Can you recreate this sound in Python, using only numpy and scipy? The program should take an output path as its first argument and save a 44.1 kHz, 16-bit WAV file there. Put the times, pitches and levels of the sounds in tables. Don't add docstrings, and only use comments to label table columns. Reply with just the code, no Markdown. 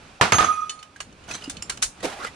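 import sys
import numpy as np
from scipy import signal
from scipy.fft import rfft, irfft, next_fast_len
from scipy.io import wavfile
from scipy.ndimage import uniform_filter1d, map_coordinates

SR = 44100
rng = np.random.default_rng(int(sys.argv[2]) if len(sys.argv) > 2 else 0)


def linear_from_db(decibels):
    return 10 ** (np.asarray(decibels, float) / 20)


def store_wav(level_fs):
    pcm = np.round(np.clip(np.atleast_2d(level_fs), -1, 1) * 32767)
    wavfile.write(sys.argv[1], SR, pcm.T.astype(np.int16))


N = 103635


def unit(x):
    return x / np.sqrt(np.mean(x ** 2) + 1e-20)


def along(points, hz):
    f, v = np.transpose(points)
    return np.interp(np.log(hz + 1), np.log(f + 1), v)


def curve(rows):
    return np.interp(np.arange(N) / SR, *np.transpose(rows))


def wobble(rate, size=N):
    return map_coordinates(rng.standard_normal(size // 100), [np.arange(size) * rate / SR])


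def filtered(x, response):
    n = x.shape[-1]
    m = next_fast_len(n + 8192)
    return irfft(rfft(x, m) * response(np.fft.rfftfreq(m, 1 / SR)), m)[..., :n]


def peak(f, hz, width):
    return 1j * f * width / (hz * hz - f * f + 1j * f * width)


def add(out, s, x):
    part = out[:, round(s * SR):][:, :x.shape[1]]
    part += x[:, :part.shape[1]]


# frequency in Hz, likeness from -1 to 1.
LIKENESS = [(60, 0.92), (350, 0.94), (600, 0.63), (1000, 0.072), (3770, 0.65), (9000, -0.45), (15000, 0.58)]
# frequency in Hz, left minus right in dB.
SIDE_LEAN = [(60, -1), (250, 1), (600, -3), (1650, -5), (4970, -2.5), (15000, 1)]


def spread(pair, level_db):
    def turn(hz):
        return np.arccos(np.clip(along(LIKENESS, hz), -1, 1)) / 2

    mid, side = filtered(pair, lambda hz: linear_from_db(level_db(hz)) * [np.cos(turn(hz)), np.sin(turn(hz))])
    ears = np.array([mid + side, mid - side])
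    return filtered(ears, lambda hz: linear_from_db(along(SIDE_LEAN, hz) * np.array([[.5], [-.5]])))


def burst(level_db, t60, crack_db, lumps_db, rise_s):
    t = np.arange(SR // 4) / SR
    noise = unit(spread(rng.standard_normal((2, len(t))), level_db))
    decay = linear_from_db(-60 * t / t60) * linear_from_db(lumps_db * wobble(324, size=len(t)))
    crack = linear_from_db(crack_db - 60 * t / 0.011)
    return noise * (decay + crack) * (1 - np.exp(-t / rise_s))


# start in seconds, peak level in dB, 60 dB decay time in seconds, brightness in dB per octave.
WRENCH_BLOWS = [
    (0.2116, -4, 0.27, -1.5),
    (0.3212, -4.5, 0.18, -1),
    (.338, -18, 0.28, -8),
    (0.383, -10.5, 0.2, -0.5),
    (.406, -11.5, 0.35, -2),
    (.427, -17.5, 0.17, -2),
    (0.446, -20.5, 0.12, 1.5),
    (0.468, -27, 0.19, -0.5),
    (0.515, -37.5, 0.51, 4.5),
]
# frequency in Hz, level in dB per Hz.
CASE_COLOUR = [(35, -67), (60, -12.5), (585, -6), (773, 0), (1450, 0), (1790, -3.5), (9510, -17),
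               (11000, -33.5), (15000, -37.5), (16200, -60)]
# frequency in Hz, width in Hz, level in dB.
CASE_LOW_MODES = [(97.6, 9.7, -0.5), (146, 36, -4), (278, 110, -11)]


def case():
    out, push = np.zeros((2, N)), np.zeros(N)
    for s, db, t60, tilt in WRENCH_BLOWS:
        def colour(hz):
            return along(CASE_COLOUR, hz) + tilt * np.log2(hz / 1500 + 0.015)

        rise_s = 0.00051 * linear_from_db(-.9 * (db + 5.5))
        add(out, s, linear_from_db(db - 7) * burst(colour, t60, crack_db=7.0, lumps_db=-0.5, rise_s=rise_s))
        push[round(s * SR)] = linear_from_db(db + 32.5)
    push = uniform_filter1d(uniform_filter1d(push, size=25), size=17)

    def boom(f):
        return sum((-1) ** k * linear_from_db(db) * peak(f, hz, width) for k, (hz, width, db) in enumerate(CASE_LOW_MODES))

    return out + filtered(push, boom)


# start in seconds, level of the bending modes in dB, level of the overtone in dB.
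HANDLE_CONTACTS = [(0.322, -34, -48), (0.331, -24, -14), (.337, -14.5, -25), (.347, -42, -24),
                   (.361, -30, -23), (0.372, -27, -14), (0.387, -9, -24), (0.405, -22.5, -45),
                   (.424, -16, -25), (0.434, -36, -21), (0.443, -9, -21), (.449, -52, -30),
                   (0.465, -20.5, -34.5), (.484, -14, -35), (0.511, -12.5, -50), (0.522, -18, -42),
                   (0.532, -23, -38), (.548, -25, -50), (0.571, -23.5, -62), (0.589, -20.5, -51),
                   (0.608, -31.5, -43.5), (0.617, -23, -52), (0.649, -32, -61), (0.678, -33, -83),
                   (.775, -41, -68), (.845, -51, -83)]
# frequency in Hz, level in dB, 60 dB decay time in seconds.
HANDLE_BENDING = [(1246, 0, .45), (1270, -11, .2), (1322, -19, .3)]
# frequency in Hz, level in dB, 60 dB decay time in seconds.
HANDLE_OVERTONES = [(6442, 0, .3)]
# frequency in Hz, level in dB, 60
# dB decay time in seconds.
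UPPER_MODES = [(2482, -39, 1.2), (3370, -46, 2.2), (5870, -45, 2.5), (10257, -41, .9), (12500, -55, .2),
               (13750, -53, .9), (14700, -50, .4)]
HAND_CLOSES_S, SWELL_S = 0.63, 0.0026
ROCK_DB, ROCK_RATE = 4.5, 55


def handle():
    t = np.arange(N) / SR
    s, low_db, high_db = np.transpose(HANDLE_CONTACTS)
    latest = np.maximum(np.searchsorted(s, t) - 1, 0)
    age = np.maximum(t - s[latest], 0)
    rise = 1 - .6 * np.exp(-age / SWELL_S)
    held = linear_from_db(-80 * np.maximum(t - HAND_CLOSES_S, 0))
    # strength, seconds of ringing, modes, left minus right in dB, share of the rocking
    groups = [(rise * linear_from_db(low_db[latest]), age, HANDLE_BENDING, -9.5, .25),
              (rise * linear_from_db(high_db[latest]), age, HANDLE_OVERTONES, -1.5, .7),
              (held, t - s[0], UPPER_MODES, -2.5, 1.2)]
    out = np.zeros((2, N))
    for size, life, modes, pan_db, rock in groups:
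        for hz, db, t60 in modes:
            ring = (t > s[0]) * size * linear_from_db(db - 60 * life / t60)
            smooth = uniform_filter1d(ring, size=200)
            drift = .07 * rock * wobble(ROCK_RATE)
            smooth = smooth * linear_from_db(ROCK_DB * rock * wobble(ROCK_RATE))
            for ch, side in enumerate((.5, -.5)):
                level = linear_from_db(side * pan_db + 2 * rock * wobble(ROCK_RATE))
                out[ch] += smooth * level * np.sin(2 * np.pi * (hz * t + drift + 0.52 * rng.random()))
    return out


# start in seconds, peak level in dB, strongest frequency in Hz,
# 60 dB decay time in seconds, ring level in dB.
SOCKET_TAPS = [(0.6949, -21, 2990, 0.11, 4), (0.7907, -37.5, 4330, 0.08, -2),
               (0.8272, -24, 2530, 0.04, -14), (0.961, -30.5, 1580, 0.05, -13),
               (1.003, -15, 1535, 0.062, -10), (1.126, -37.5, 3000, 0.029, -6),
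               (1.239, -44, 2630, 0.046, 3.5), (1.277, -36, 2160, .04, -14), (1.29, -32, 6020, 0.073, -8),
               (1.31, -18, 2510, 0.091, -20), (1.4218, -34, 2980, .05, -12), (1.436, -32, 5000, 0.035, -12),
               (1.4403, -26.5, 4980, 0.075, -8), (1.4775, -31, 1500, 0.036, -22),
               (1.4966, -14, 7120, 0.07, -11), (1.5686, -27, 3045, 0.031, 1.5),
               (1.6229, -11, 7500, 0.026, -18), (1.696, -6.5, 2500, 0.06, -40),
               (1.7204, -28.5, 1380, 0.13, 2), (1.773, -19.5, 2550, 0.025, -10),
               (1.82, -16, 6100, 0.024, -8), (1.8239, -1, 6970, 0.098, -14),
               (1.8358, -14.5, 6540, 0.048, -6), (2.005, -28.5, 1920, 0.031, -4)]
# frequency in Hz, level in dB per Hz.
TICK_COLOUR = [(180, -44), (300, -7), (809, -7), (1400, 1), (3030, -5.5), (6710, -0.5), (9490, -1.5),
               (11000, -20), (15000, -28), (16000, -54)]
# frequency in Hz, level in dB, 60 dB decay time in seconds.
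SOCKET_MODES = [(2616, -6, .04), (2998, 0, .056), (3569, -6, .07), (4344, -5, .09), (5087, -12, .09),
                (6115, -6, .073), (7004, -5, .09), (7930, -16, .1), (9100, -12, .16)]
FOCUS_DB, FOCUS_OCT = 6, 1


def taps():
    out, t = np.zeros((2, N)), np.arange(SR // 4) / SR
    for s, db, hz, t60, ring_db in SOCKET_TAPS:
        def lift(f):
            return FOCUS_DB * np.exp(-(np.log2(f / hz + .001) / FOCUS_OCT) ** 2 / 2)

        t60 = np.clip(t60, .03, .2)
        tick = burst(lambda f: along(TICK_COLOUR, f) + lift(f), t60, crack_db=0.5, lumps_db=-1.0, rise_s=0.0023)
        add(out, s, linear_from_db(db - 11.5) * tick)
        ring = np.zeros((2, len(t)))
        for mode_hz, mode_db, mode_t60 in SOCKET_MODES + [(hz, -3, .07)]:
            loudness, phase, detune = rng.standard_normal((3, 2))
            level_db = mode_db + lift(mode_hz) + 4 * loudness[:, None]
            decay = linear_from_db(level_db - 60 * t / min(mode_t60, t60 * 1.4))
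            pitch = mode_hz * (1 + 0.0013 * detune[0])
            ring += decay * np.sin(2 * np.pi * pitch * t + phase[:, None])
        rise = 1 - np.exp(-t / 0.00024)
        add(out, s, linear_from_db(db + ring_db - 15) * ring * rise * linear_from_db([[-1.5], [1.5]]))
    return out


# start in seconds, level in dB, frequency in Hz, 60 dB decay time in seconds.
CLINK_NOTES = [(0.9607, -33, 1626, 0.032), (1.0035, -29, 2870, 0.045), (1.0022, -41, 4320, 0.093),
               (1.0043, -42, 6681, .12), (1.0023, -40.5, 8460, 0.083), (1.238, -60, 7000, 0.09),
               (1.289, -36.5, 6030, .04), (1.296, -31.5, 6120, 0.044), (1.3102, -33, 2524, 0.066),
               (1.313, -40.5, 4010, .06), (1.325, -29.5, 4100, 0.033), (1.337, -31, 4100, 0.077),
               (1.336, -39, 6070, .08), (1.35, -36, 7950, 0.044), (1.4215, -36, 2970, 0.047),
               (1.4403, -33, 4930, 0.039), (1.445, -36, 2880, 0.1), (1.568, -47, 3960, 0.055),
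               (1.6232, -33.5, 7290, 0.066), (1.625, -37, 9100, 0.059), (1.6237, -39, 5520, 0.046),
               (1.6215, -38, 2805, 0.066)]


def clinks():
    out, t = np.zeros((2, N)), np.arange(SR // 4) / SR
    for s, db, hz, t60 in CLINK_NOTES:
        decay = linear_from_db(db - 60 * t / t60 + 5.3 * wobble(260, size=len(t)))
        note = np.sin(2 * np.pi * (hz * t + 0.39 * rng.random((2, 1))))
        add(out, s, decay * note * (1 - np.exp(-t / .001)) * linear_from_db([[-1.8], [1.8]]))
    return out


def rattle(t, length, hz, count=90):
    start, octave = rng.random(count), rng.standard_normal(count)
    size, pan = rng.exponential(size=count), rng.random((2, count))
    age = np.maximum(t - start[:, None] * (length + 0.012), 0)
    pitch = np.clip(1.4 * hz * 2 ** (0.9 * octave), 200, 6000 + 4000 * pan[0])[:, None]
    decay = np.exp(-np.pi * (37 + .015 * pitch) * age)
    notes = linear_from_db(1.5 * size)[:, None] * np.sin(2 * np.pi * pitch * age) * decay * (1 - np.exp(-age / 0.0055))
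    both = ([[.5], [.8]] + 0.1 * pan) @ notes
    return both / np.sqrt(np.mean(both[:, t < length] ** 2))


# start in seconds, length in seconds, level in dB, squeak in Hz, squeak level in dB.
TRAY_SLIDES = [
    (1.275, 0.032, -41, 501, -4),
    (1.31, 0.013, -38, 2504, 6),
    (1.361, 0.034, -50, 4100, -6),
    (1.404, 0.041, -45, 2770, -2),
    (2.025, 0.032, -28.5, 353.3, 2.5),
    (2.033, 0.026, -35, 519, 11),
    (2.068, .02, -33, 743, 5),
    (2.092, 0.044, -36, 1000, 3),
    (2.132, 0.065, -41.5, 728, 6),
]
# start in seconds, length in seconds, level in dB, squeak in Hz, squeak level in dB.
SWELLING_STROKES = [
    (1.318, 0.035, -33.5, 6130, 3.5),
    (2.19, 0.029, -37.5, 1224, 13),
    (2.212, .038, -35.5, 1397, 12),
    (2.248, 0.028, -35.5, 1996, 7),
]
# frequency in Hz, level in dB per Hz.
GRIT_COLOUR = [(120, -28), (200, -5), (1190, -7.5), (1350, -4), (7220, -15), (10000, -16.5), (11000, -29),
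               (15000, -37.5), (16000, -66)]
GRITS_PER_S, SQUEAK_WIDTH_HZ = 2500, 300


def slides():
    out, t = np.zeros((2, N)), np.arange(SR // 3) / SR
    strokes = [(row, .008, .014) for row in TRAY_SLIDES]  # row, rise and fall in seconds
    strokes += [(row, row[1], .013) for row in SWELLING_STROKES]
    for (s, length, db, hz, squeak_db), rise_s, fall_s in strokes:
        grits = (rng.random(len(t)) < GRITS_PER_S / SR) * rng.random(len(t))
        drive = (unit(uniform_filter1d(grits, size=30)) + 3.4) * rng.standard_normal((2, len(t)))
        broad = unit(spread(drive, lambda f: along(GRIT_COLOUR, f)))
        flat = spread(drive, lambda f: 0 * f)
        squeak = unit(filtered(flat, lambda f: peak(f, hz, SQUEAK_WIDTH_HZ) ** 2))
        stroke = np.minimum(t / rise_s, 1) * np.exp(-np.maximum(t - length, 0) / fall_s)
        stroke = stroke * linear_from_db(2.38 * wobble(75.6, size=len(t)))
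        mix = broad + linear_from_db(squeak_db - 8.5) * squeak + linear_from_db(-1.5) * rattle(t, length, hz)
        add(out, s, linear_from_db(db - 2) * stroke * mix)
    return out


# start in seconds, level in dB, frequency in Hz, 60 dB decay time in seconds.
SOFT_KNOCKS = [
    (0.2, -27, 780, 0.069),
    (1.0056, -22.5, 1630, 0.021),
    (1.004, -21.5, 1200, 0.014),
    (1.477, -22.5, 278, 0.059),
    (1.854, -37, 43.5, 0.16),
]


def knocks():
    out, t = np.zeros((2, N)), np.arange(SR // 3) / SR
    for s, db, hz, t60 in SOFT_KNOCKS:
        note = linear_from_db(db - 60 * t / t60) * np.sin(2 * np.pi * hz * t)
        add(out, s, note * (1 - np.exp(-t / 0.0017)) * linear_from_db([[-.5], [.5]]))
    return out


# frequency in Hz, 60 dB decay time in seconds.
ROOM_DECAY = [(500, 0.045), (10000, 0.22)]


def greenhouse(x):
    hz, t, z = signal.stft(rng.standard_normal((2, SR // 2)), SR, nperseg=256)
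    tail = signal.istft(z * linear_from_db(-60 * t / along(ROOM_DECAY, hz)[:, None]), SR, nperseg=256)[1]
    late = np.pad(x, ((0, 0), (250, 0)))
    return signal.fftconvolve(late, tail / np.linalg.norm(tail[0]), axes=1)[:, :N]


# frequency in Hz, level in dB per Hz.
AIR_COLOUR = [(120, -28), (200, -1.5), (1260, 1.5), (2060, -5.5), (2420, -1), (2650, -2.5), (3010, -5.5),
              (9310, -15), (15500, -51)]
# time in seconds, level in dB.
RUSTLE_LEVEL = [(0.0, -53.5), (.19, -55.5), (0.6, -53.5), (.9, -60), (1.0, -58), (1.18, -58.5),
                (1.3, -52.5), (1.6, -53.5), (1.95, -56.5), (2.02, -50.5), (2.35, -52)]


def air():
    hiss = unit(spread(rng.standard_normal((2, N)), lambda f: along(AIR_COLOUR, f)))
    return hiss * linear_from_db(curve(RUSTLE_LEVEL) + 5.0 + 0.55 * wobble(23.7))


# frequency in Hz, level in dB per Hz.
RUMBLE_COLOUR = [(12, -40), (20, -7), (74, 1), (123, -2), (274, -5.5), (398, -12), (700, -17.5), (910, -23),
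                 (1540, -120)]
# time in seconds, level in dB.
BODY_LEVEL = [(0, -58), (.08, -50), (.18, -59), (.6, -59.5), (.95, -59.5), (1.02, -55.5), (1.1, -50),
              (1.2, -53.5), (1.3, -48), (1.4, -50.5), (1.55, -48), (1.7, -50), (1.8, -50), (1.95, -59),
              (2.04, -48), (2.16, -55.5), (2.35, -53.5)]


def body():
    rumble = unit(spread(rng.standard_normal((2, N)), lambda f: along(RUMBLE_COLOUR, f)))
    return rumble * linear_from_db(curve(BODY_LEVEL) + 1.5 + 1.8 * wobble(18))


def scene():
    steel = case() + handle() + taps() + clinks() + slides() + knocks()
    echo = filtered(greenhouse(steel), lambda f: peak(f, 5300, 15000))
    return steel + linear_from_db(-11) * echo + air() + body()


TREBLE_HZ, MASKED_DB, SCATTER_DB = 10400, -30, 1


def thinned(x):
    hz, _, z = signal.stft(x, SR, nperseg=1024)
    power = np.mean(np.abs(z) ** 2, axis=0)
    bands = power[:512].reshape(32, 16, -1).mean(axis=1)
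    limit_db = MASKED_DB + SCATTER_DB * rng.standard_normal(bands.shape)
    kept = bands > power.mean(axis=0) * linear_from_db(2 * limit_db)
    keep = kept[np.arange(513) // 16 % 32] | (hz < TREBLE_HZ)[:, None]
    return signal.istft(z * keep, SR, nperseg=1024)[1][:, :N]


def low_pass(x):
    return signal.sosfilt(signal.butter(12, 15740, fs=SR, output="sos"), x)


def record(dry):
    clipped = dry / (1 + np.abs(dry) ** 6) ** (1 / 6)
    return low_pass(thinned(clipped))


dry = scene()
out = record(dry)
store_wav(out)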